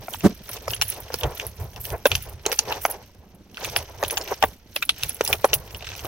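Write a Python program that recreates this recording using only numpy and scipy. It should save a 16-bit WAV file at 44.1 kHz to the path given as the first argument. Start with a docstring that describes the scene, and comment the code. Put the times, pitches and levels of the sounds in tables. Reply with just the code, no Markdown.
"""In a yard, near a shed, two pairs of padded, chained sticks are swung above a low-lying stereo microphone.
Sticks thud on body and palm as short damped tones; chain snaps and link jingles are brief, higher tones.
Air swishes, cloth rubs and links slide as shaped noise that swells with each pass or jerk,
and air buffets the microphone ports, all over the steady noise of a far hum and the rustle of trees."""
import sys
import numpy as np
from scipy import signal
from scipy.fft import rfft, irfft, next_fast_len
from scipy.io import wavfile
from scipy.ndimage import uniform_filter1d, map_coordinates

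SR = 44100
rng = np.random.default_rng(int(sys.argv[2]) if len(sys.argv) > 2 else 0)


def transcribe(signal):
    """Save signal, clipped to [-1, 1], as a 16-bit WAV file at the path in sys.argv[1]."""
    frames = np.atleast_2d(signal).T
    limited = np.clip(frames, -1, 1)
    pcm = np.round(limited * 32767).astype(np.int16)
    wavfile.write(sys.argv[1], SR, pcm)


N = 267687  # samples, about 6.07 s

# The yard's far hum and trees. Each row: frequency in Hz, spectrum level in dB.
YARD_SPECTRUM = [(25, -1), (70, 7.5), (130, -16.5), (250, -36), (450, -27), (1000, -24.5), (2500, -24),
                 (6000, -32.5), (8000, -52), (13000, -36), (16000, -42)]
YARD_DB = -52

# How busy arms and sticks are between passes. Each row: time in seconds, base level in dB.
BUSTLE = [(0, -50), (.36, -56.5), (.8, -51), (2.3, -56.5), (2.42, -62), (2.7, -47.5), (3.05, -61),
          (3.5, -66), (3.7, -51), (4.4, -58), (4.65, -67.5), (5, -51), (6.07, -50)]
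CALM_PORT_DB, CALM_AIR_DB, CALM_SLIDE_DB = 5, 2, -4  # base levels of those layers over the bustle

# A stick whips past. Each row: closest point in seconds, swish level in dB,
# level of air on the ports in dB, length of the draught in seconds.
SWINGS = [(.02, -46.5, -58, 0.026), (.53, -42.5, -45, 0.061), (.703, -36.5, -44, 0.014),
          (.8, -44, -37, .03), (.953, -37, -45, 0.025), (1.132, -51, -37.5, 0.027),
          (1.249, -31.5, -22.5, 0.024), (1.41, -41, -38.5, 0.053), (1.605, -43, -29.5, 0.047),
          (1.76, -47, -35, 0.07), (1.931, -36, -27.5, 0.018), (2.12, -38.5, -28.5, 0.048),
          (2.27, -42.5, -31.5, 0.055), (2.469, -35.5, -43.5, 0.014), (2.699, -28.5, -46, 0.041),
          (2.913, -33.5, -60, 0.019), (3.64, -37.5, -42, 0.052), (3.76, -38, -47, 0.051),
          (3.96, -46, -39, .04), (4.047, -34.5, -41, 0.03), (4.17, -35.5, -43, 0.038),
          (4.3, -32.5, -41, 0.018), (4.44, -42.5, -40, 0.028), (5.03, -43.5, -41, 0.038),
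          (5.3, -33.5, -32, 0.043), (5.5, -39, -31.5, 0.079), (5.75, -44.5, -50, 0.041),
          (6.05, -33, -43, .02)]
SWISH_SLOPES, PORT_SLOPES = (243, 246), (550, 300)  # dB per s of the rise before and the fall after

# Swish of air round a stick. Each row: frequency in Hz, spectrum level in dB.
SWISH_SPECTRUM = [(125, -42), (230, -19), (410, 0), (800, -3), (1000, -6), (1250, -13), (2300, -19),
                  (3300, -38), (6000, -110)]
# Air pushing on the microphone ports. Each row: frequency in Hz, spectrum level in dB.
PORT_SPECTRUM = [(16, -40), (26, -17), (52, -4), (96, 0), (128, -5), (175, -18), (250, -34), (400, -58),
                 (800, -110)]

# The chain is jerked and rattles out. Each row: time of the jerk in seconds,
# cloth and swivel level in dB, sliding link level in dB.
JERKS = [(.13, -47, -38), (.259, -41, -46), (0.51, -40.5, -38), (0.705, -41.5, -42.5), (0.901, -37.5, -36),
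         (1.134, -38.5, -38), (1.24, -45, -41), (1.399, -39.5, -39), (1.616, -50.5, -43),
         (1.855, -43, -33.5), (2.07, -68, -43), (2.146, -38, -43), (2.29, -50, -49), (2.539, -39.5, -36.5),
         (2.717, -35, -36.5), (2.83, -50, -37.5), (2.913, -43, -58), (3.654, -35.5, -36),
         (3.78, -38.5, -44), (4.048, -43, -43), (4.13, -38, -35.5), (4.298, -37, -42), (4.44, -43.5, -40),
         (4.779, -45.5, -41.5), (5.038, -37, -36.5), (5.3, -36.5, -30.5), (5.458, -42, -56),
         (5.542, -46, -45.5), (5.87, -40.5, -70), (5.981, -42.5, -47), (6.066, -44, -39)]
RUB_SLOPES, SLIDE_SLOPES = (167, 137), (245, 156)  # dB per s of the rise before and the fall after

# Cloth and swivel rattle. Each row: frequency in Hz, spectrum level in dB.
RUB_SPECTRUM = [(760, -73), (1300, -7), (1590, -7), (2970, -3.5), (3580, -5.5), (4980, -6.5), (6060, -2),
                (7210, -21.5), (8500, -19.5), (11000, -45), (18700, -120)]
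# Sliding links. Each row: frequency in Hz, spectrum level in dB.
SLIDE_SPECTRUM = [(4410, -27), (7500, -12.5), (9170, -9), (10200, -8), (13400, 0), (15900, -6),
                  (16500, -39)]

# A stick lands on body or palm. Each row: contact in seconds, level in dB, t60 at the pitch in seconds,
# pitch in Hz.
THUDS = [(0.0834, -19.5, 0.013, 730), (0.1454, -19.5, 0.0079, 880), (0.4923, -26, 0.0081, 1380),
         (0.68, -13, 0.0097, 690), (0.8215, -19.5, 0.015, 860), (1.1032, -23.5, 0.014, 530),
         (1.1414, -15.5, 0.015, 467), (2.0564, 0.5, 0.02, 527), (2.1164, -27, 0.018, 900),
         (2.4631, -11.5, 0.023, 423), (2.5231, -18, 0.034, 463), (2.5882, -22.5, 0.03, 866),
         (2.706, -20, 0.045, 938), (2.7182, -16.5, 0.036, 876), (2.853, 0, 0.0043, 732),
         (3.5786, -27.5, 0.0091, 1460), (3.6311, -24, 0.02, 540), (3.645, -26, 0.0097, 1210),
         (3.7649, -15, 0.011, 730), (4.028, -11.5, 0.027, 603), (4.037, -12.5, 0.015, 456),
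         (4.1736, -20.0, 0.022, 820), (4.4261, -7.0, 0.017, 808), (4.4372, -4, 0.016, 600),
         (4.7624, -23, 0.017, 602), (4.823, -19.5, 0.026, 1376), (5.2093, -3.5, 0.013, 454),
         (5.277, -27, 0.013, 980), (5.444, 1, 0.018, 553), (5.531, -15, 0.02, 450),
         (6.0484, -17.5, 0.013, 387)]
# Modes of a padded stick. Each row: frequency as a multiple of the pitch, relative level in dB.
PAD_MODES = [(1.001, 3), (1.45, -5.5), (1.85, -3), (3, -1.5), (4.1, -16), (5.4, -33)]

# The chain snaps on a cap. Each row: contact in seconds, level in dB, t60 near 2700 Hz in seconds,
# brightness in dB.
CLACKS = [(.1377, -20.5, 0.02, -10), (0.2074, -22.5, 0.01, 1), (0.5671, -26, .012, 4),
          (.4923, -29, .009, -5), (0.682, -22, 0.011, 18), (.7056, -17, 0.017, 3),
          (0.7343, -16, .021, -6.5), (0.8142, -4, 0.0096, 2.5), (0.8204, -6, 0.018, -2),
          (1.1424, -10.5, .0043, 11.5), (1.2108, -21, 0.017, -14), (1.2343, -10, 0.0065, -7.5),
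          (1.3985, -9.5, 0.0059, -7), (1.7615, -25.5, .011, -1), (1.8534, -19, 0.0062, 2),
          (1.9035, -22.5, 0.0065, 3), (2.0552, -8.5, 0.034, -7), (2.067, -11, .007, -10),
          (2.117, -3.5, 0.0059, -10.5), (2.1525, -4.5, .015, 1), (2.455, -16, .006, -14),
          (2.4633, -9, 0.012, 12.5), (2.5175, -10, 0.0061, 4), (2.5274, -14, 0.021, -2),
          (2.5899, -2.5, 0.022, 11), (2.7245, -12, 0.0079, -26), (2.8506, -18.5, 0.029, 8),
          (3.545, -31, 0.0089, -3), (3.5716, -18.5, .0045, -15), (3.6462, -16, 0.015, -1),
          (3.6518, -18, .013, -12), (3.763, -2.5, 0.0063, -5.5), (4.028, -22, .0065, -1),
          (4.0371, -11, 0.0062, -2), (4.0487, -14, 0.0034, -16), (4.0995, -19, 0.0091, -10),
          (4.108, -15.5, 0.012, 3), (4.172, -10, .007, -4), (4.1766, -11, 0.0087, 4),
          (4.2126, -22, 0.023, 11.5), (4.2766, -23, 0.0073, -10), (4.4266, -3.5, 0.0022, -10),
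          (4.4395, -12, 0.0061, -15), (4.763, -10, 0.014, -7), (4.825, -12, 0.033, -10),
          (4.8932, -1, 0.0065, -9), (5.0273, -18, 0.018, -4), (5.0342, -7.5, 0.0055, -2),
          (5.0953, -22, 0.01, 1), (5.2105, -8, 0.002, 0), (5.251, -16.5, .007, 17),
          (5.2634, -19.5, .01, -6), (5.2772, -10, 0.0052, 12), (5.329, -4, 0.0049, -5.5),
          (5.4437, -14, 0.027, -1), (5.5322, -4.5, 0.015, -5), (5.5381, -6.5, 0.0063, 4),
          (5.708, -29.5, .008, 4), (5.747, -22, .011, -5.5), (5.824, -28, 0.015, -10),
          (5.808, -29, .006, -14), (5.845, -26, .006, -13), (5.869, -20, 0.0046, -12),
          (5.89, -23, 0.0047, -25), (5.918, -22, .01, -7), (5.952, -25, 0.011, -1),
          (5.9933, -20.5, 0.0042, -4), (6.054, -23, 0.0089, -6)]
# Main frequency bands of a clack, as the microphone colours it. Each row: nominal frequency in Hz,
# relative level in dB, share of the brightness.
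CLACK_BANDS = [(1650, -12, .2), (2700, 0, 0), (3450, -3, 0), (4500, -5, .9), (5800, -1, 1.1), (7000, -9, 1),
               (11300, -12, .6)]
CLACK_PAN_DB = 3  # standard deviation of the left-right difference

# A stick sweeps close to the microphone. Each row: time in seconds, level in dB.
PUFF = [(.222, -48), (.244, -11), (.257, -9.5), (.27, -7), (.281, -24.5), (.295, -18.5), (.312, -28.5),
        (.35, -52)]
# Air of that close sweep. Each row: frequency in Hz, spectrum level in dB.
SWEEP_SPECTRUM = [(25, -22), (60, -9), (120, -7), (195, 0), (300, -5), (500, -13), (1000, -24), (2500, -36),
                  (6000, -41), (14000, -50)]

# Links strike each other. Each row: contact in seconds, level in dB, base t60 in seconds.
JINGLES = [(.491, -25, .043), (0.68, -28, 0.021), (0.7, -24, .011), (.7116, -19, 0.044),
           (0.7455, -20, 0.014), (.8138, -19.5, 0.12), (0.8807, -18.5, .05), (0.9, -10.5, 0.02),
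           (1.0025, -24, 0.032), (1.14, -18, .013), (1.1865, -24, 0.035), (1.3787, -27, 0.0099),
           (1.4675, -12.5, 0.003), (1.8508, -22, 0.021), (1.9021, -31, .02), (2.0658, -12, 0.043),
           (2.1569, -17, .014), (2.2235, -26, 0.055), (2.4629, -16.5, 0.0054), (2.5232, -14, 0.015),
           (2.587, -20, 0.026), (2.8587, -17, 0.022), (2.9, -20, .041), (2.9117, -15.5, .018),
           (3.6457, -23, .024), (3.769, -11, 0.023), (4.0355, -22.5, 0.018), (4.0808, -17, .015),
           (4.109, -15.5, 0.015), (4.179, -20, 0.025), (4.425, -29, .035), (4.45, -22, 0.023),
           (4.7595, -19, 0.02), (4.828, -21.5, 0.014), (4.852, -23, 0.011), (5.0333, -17, .014),
           (5.093, -14, 0.011), (5.1453, -22, 0.022), (5.24, -17, .011), (5.249, -11.5, 0.0081),
           (5.2763, -16, .018), (5.329, -15.5, .023), (5.4496, -16.5, 0.024), (5.5406, -5.5, 0.015),
           (5.7693, -29, .011), (6.047, -22.5, .017)]
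# Modes of a small steel link. Each row: nominal frequency in Hz, relative level in dB, share of the t60.
LINK_MODES = [(10750, 0, 1.6), (11250, -1, 1.2), (12600, -2, .8), (13800, -2, .8), (14700, -4, .7),
              (15550, 0, .9)]

# Scattered sound of the place. Each row: frequency in Hz, t60 in seconds.
ECHO_T60 = [(300, 0.031), (2500, 0.05), (12000, 0.081)]
HITS_LOW_HZ = 293  # high-pass corner of the hits, which have little bass

# Likeness of the two channels. Each row: frequency in Hz, left-right correlation.
ALIKE = [(60, .99), (500, .95), (1000, .8), (2800, .55), (5700, .2), (8000, .55), (13000, .65)]
# Unequal ports. Each row: frequency in Hz, level of left over right in dB.
PORT_GAIN = [(60, -2.5), (300, -2.2), (700, .3), (1500, 1), (4000, -.5), (9000, -7), (14000, -.5)]
# Unequal reach of the ports. Each row: frequency in Hz, phase by which left leads right in radians.
PORT_LEAD = [(50, .1), (500, .2), (1000, 0), (1800, -.8), (4000, -1.3), (8000, -.2), (14000, 0)]
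TOP_HZ = 15950  # upper band limit of the microphone channel

HALF_EACH = np.array([[.5], [-.5]])  # splits a left-right difference between the channels
FADE_IN_S = .004  # fade-in time before the peak of a strike


def amp(db):
    """Gain of a level in dB."""
    return 10 ** (np.asarray(db) / 20)


def unit(x):
    """x at rms 1."""
    return x / np.sqrt(np.mean(x ** 2) + 1e-20)


def along(points, hz):
    """Values at hz from (Hz, value) points, read on a log frequency axis."""
    f, value = np.transpose(points)
    return np.interp(np.log(hz + 1), np.log(f + 1), value)


def curves(rows):
    """One value per sample for each column after the time."""
    s, *columns = np.transpose(rows)
    return [np.interp(np.arange(N) / SR, s, column) for column in columns]


def wobble(rate):
    """A smooth random curve with rate knots a second."""
    knots = rng.standard_normal(int(N * rate / SR) + 4)
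    return map_coordinates(knots, [np.arange(N) * rate / SR])


def filtered(x, response):
    """x times a complex response of frequency, padded so that its end does not wrap round."""
    m = next_fast_len(N + SR // 2)
    return irfft(rfft(x, m) * response(np.fft.rfftfreq(m, 1 / SR)), m)[..., :N]


def rush(spectrum, grain_db, rate):
    """Stereo noise of rms 1, lumpy in time, whose channels are alike by frequency as ALIKE says."""
    pair = rng.standard_normal((2, N)) * amp(grain_db * wobble(rate))

    def mid_side(hz):
        turn = np.arccos(np.clip(along(ALIKE, hz), -1, 1)) / 2
        return amp(along(spectrum, hz)) * [np.cos(turn), np.sin(turn)]

    mid, side = filtered(pair, mid_side)
    return unit(np.array([mid + side, mid - side]))


def swells(at, db, slopes, base_db, hold=0):
    """Gain of a base level plus, in power, swells that rise, hold and fall at fixed dB rates."""
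    step = 64  # samples between computed points
    t = np.arange(0, N + step, step)[:, None] / SR - at
    rise = slopes[0] * t
    fall = slopes[1] * (np.abs(hold) - t)
    level = db + np.minimum(0, np.minimum(rise, fall))
    power = amp(2 * level).sum(1)
    power = np.interp(np.arange(N), np.arange(len(t)) * step, power)
    return np.sqrt(power + amp(2 * base_db))


def ticks(rate, spread_db):
    """A gain over 1 that jumps at random small contacts, rate a second, and falls within a few ms."""
    kicks = (rng.random(N) < rate / SR) * amp(spread_db * rng.exponential(size=N))
    return 1 + signal.lfilter([1], [1, -np.exp(-1 / (0.0041 * SR))], kicks)


def speckled(x, depth_db):
    """Small contacts differ in colour: a random gain over short patches of time and frequency."""
    z = signal.stft(x, nperseg=128)[2]
    field = rng.standard_normal(z.shape[1:])
    field = uniform_filter1d(field, size=3, axis=0)  # over frequency
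    field = uniform_filter1d(field, size=5, axis=1)  # over time
    return unit(signal.istft(z * amp(depth_db * unit(field)), nperseg=128)[1][:, :N])


def strike(hz, db, t60, attack, blur, scatter_db, size):
    """Damped modes of random strength after a faint, short fade-in; blur (radians) lets phases wander."""
    t = np.arange(size) / SR - FADE_IN_S
    drift = blur * np.cumsum(rng.standard_normal((len(hz), size)), 1)
    level = db + scatter_db * rng.standard_normal(len(hz))
    # each mode reaches the ports by its own path
    apart = np.sqrt(-np.log(along(ALIKE, hz)) / 2) * rng.standard_normal(len(hz))
    after = np.maximum(t, 0)
    decay = amp(-60 * after / np.abs(t60)[:, None]) * (1 - np.exp(-after / attack))
    onset = amp(-15.5) * np.exp(np.minimum(t, -3 * t) / 0.00076)
    turning = np.exp(1j * (2 * np.pi * hz[:, None] * t + drift))
    modes = amp(level)[:, None] * (decay + onset) * turning
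    ring = (np.exp(1j * np.outer([1, -1], apart)) @ modes).imag
    # the mono peak becomes 1, unless that would leave one channel far louder
    mono_peak = np.abs(ring.mean(0)).max()
    return ring / mono_peak.clip(0.76 * np.abs(ring).max())


def add(track, s, sound, db, pan_db):
    """Lays one strike on both channels, contact at s."""
    part = track[:, round((s - FADE_IN_S) * SR):][:, :sound.shape[1]]
    part += amp(db + HALF_EACH * pan_db) * sound[:, :part.shape[1]]


def yard():
    """Far hum and trees: steady noise whose level drifts slowly."""
    return amp(YARD_DB) * rush(YARD_SPECTRUM, grain_db=2.0, rate=2)


def passes(busy_db):
    """A passing stick sheds turbulent air that swishes, and its draught throbs on the ports."""
    at, swish_db, port_db, hold = np.transpose(SWINGS)
    throb_gain = swells(at, port_db, PORT_SLOPES, busy_db + CALM_PORT_DB, hold)
    throb = throb_gain * rush(PORT_SPECTRUM, grain_db=4.0, rate=16)
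    swish_gain = swells(at, swish_db, SWISH_SLOPES, busy_db + CALM_AIR_DB, hold)
    return throb + swish_gain * rush(SWISH_SPECTRUM, grain_db=5.0, rate=40)


def jerks(busy_db):
    """Each jerk of the chain rattles cloth and swivel and sets links pattering in many small contacts."""
    at, rub_db, slide_db = np.transpose(JERKS)
    shake = amp(1.2 * wobble(25))  # the chain goes slack and tight
    rub = unit(shake * ticks(220, spread_db=2.5) * rush(RUB_SPECTRUM, grain_db=1.0, rate=110))
    slide = unit(shake * ticks(180, spread_db=2.5) * rush(SLIDE_SPECTRUM, grain_db=3.5, rate=110))
    rub_gain = swells(at, rub_db, RUB_SLOPES, busy_db)
    slide_gain = swells(at, slide_db, SLIDE_SLOPES, busy_db + CALM_SLIDE_DB)
    return rub_gain * speckled(rub, 2.5) + slide_gain * speckled(slide, 5.0)


def sticks():
    """A padded stick gives a few dull cycles; its overtones die sooner."""
    out = np.zeros((2, N))
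    multiple, level = np.transpose(PAD_MODES)
    for s, db, t60, pitch in THUDS:
        thud = strike(pitch * multiple, level, t60 / multiple ** 0.72, attack=0.0012,
                      blur=0.03, scatter_db=0.5, size=2000)
        add(out, s, thud, db, pan_db=0)
    return out


def echoes(x):
    """Shed wall, ground and leaves scatter each hit: its power lingers as noise, dying by frequency."""
    hz, t, z = signal.stft(x.mean(0), SR, nperseg=128)
    keep = amp(-120 * (t[1] - t[0]) / along(ECHO_T60, hz))  # share of power left after one frame
    power = np.array([signal.lfilter([0, 1 - k], [1, -k], p) for k, p in zip(keep, np.abs(z) ** 2)])
    almost_flat = [(20, 0.0074), (20000, 0.013)]  # (Hz, dB)
    grains = rush(almost_flat, grain_db=3.0, rate=180)
    noise = signal.stft(grains, SR, nperseg=128)[2]
    return signal.istft(noise / np.std(noise) * np.sqrt(power), SR, nperseg=128)[1][:, :N]


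def clacks():
    """Each clack is a brief, hard snap of chain on cap; its brightness lifts or lowers the upper bands."""
    out = np.zeros((2, N))
    hz, level, share = np.transpose(CLACK_BANDS)
    for s, db, t60, bright_db in CLACKS:
        tuning = 1 + 0.053 * rng.standard_normal(len(hz))
        clack = strike(hz * tuning, level + share * bright_db, t60 * (2700 / hz) ** 0.26, attack=0.00021,
                       blur=0.14, scatter_db=1.0, size=1300)
        add(out, s, clack, db, CLACK_PAN_DB * rng.standard_normal())
    return out


def close_sweep():
    """One close sweep of a stick throws turbulent air on the ports."""
    sweep = rush(SWEEP_SPECTRUM, grain_db=5, rate=66)
    near = slice(round(PUFF[1][0] * SR), round(PUFF[3][0] * SR))  # the strongest stretch sets the level
    level_db, = curves(PUFF)
    return amp(level_db) * sweep / np.std(sweep[:, near])


def links():
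    """Small steel links ring high; each touch picks its own modes."""
    out = np.zeros((2, N))
    hz, level, share = np.transpose(LINK_MODES)
    for s, db, t60 in JINGLES:
        tuning = 1 + 0.0106 * rng.standard_normal(len(hz))  # no two links are quite alike
        blur = rng.uniform(.04, .3)  # a free link sings, a held one hisses
        jingle = strike(hz * tuning, level, t60 * share, attack=0.00024,
                        blur=blur, scatter_db=6.0, size=3000)
        add(out, s, jingle, db, rng.normal(0, 1.2))
    return out


def scene():
    """Everything that reaches the microphone: hits with their echoes, moving air and chain, the yard."""
    busy_db, = curves(BUSTLE)
    thud = sticks()
    steel = clacks() + links()
    hits = thud + steel + amp(-5.5) * echoes(thud) + amp(-4.5) * echoes(steel)
    hits = filtered(hits, lambda hz: (1j * hz / (HITS_LOW_HZ + 1j * hz)) ** 2)
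    return yard() + passes(busy_db) + jerks(busy_db) + hits + close_sweep()


def record(dry):
    """Two microphone ports of unequal gain and reach, a soft ceiling, and the band limit."""
    def ports(hz):
        return amp(HALF_EACH * along(PORT_GAIN, hz)) * np.exp(1j * HALF_EACH * along(PORT_LEAD, hz))

    x = filtered(dry, ports)
    x = x / (1 + np.abs(x / .98) ** 6) ** (1 / 6)
    return filtered(x, lambda hz: hz < TOP_HZ)


dry = scene()
out = record(dry)
transcribe(out)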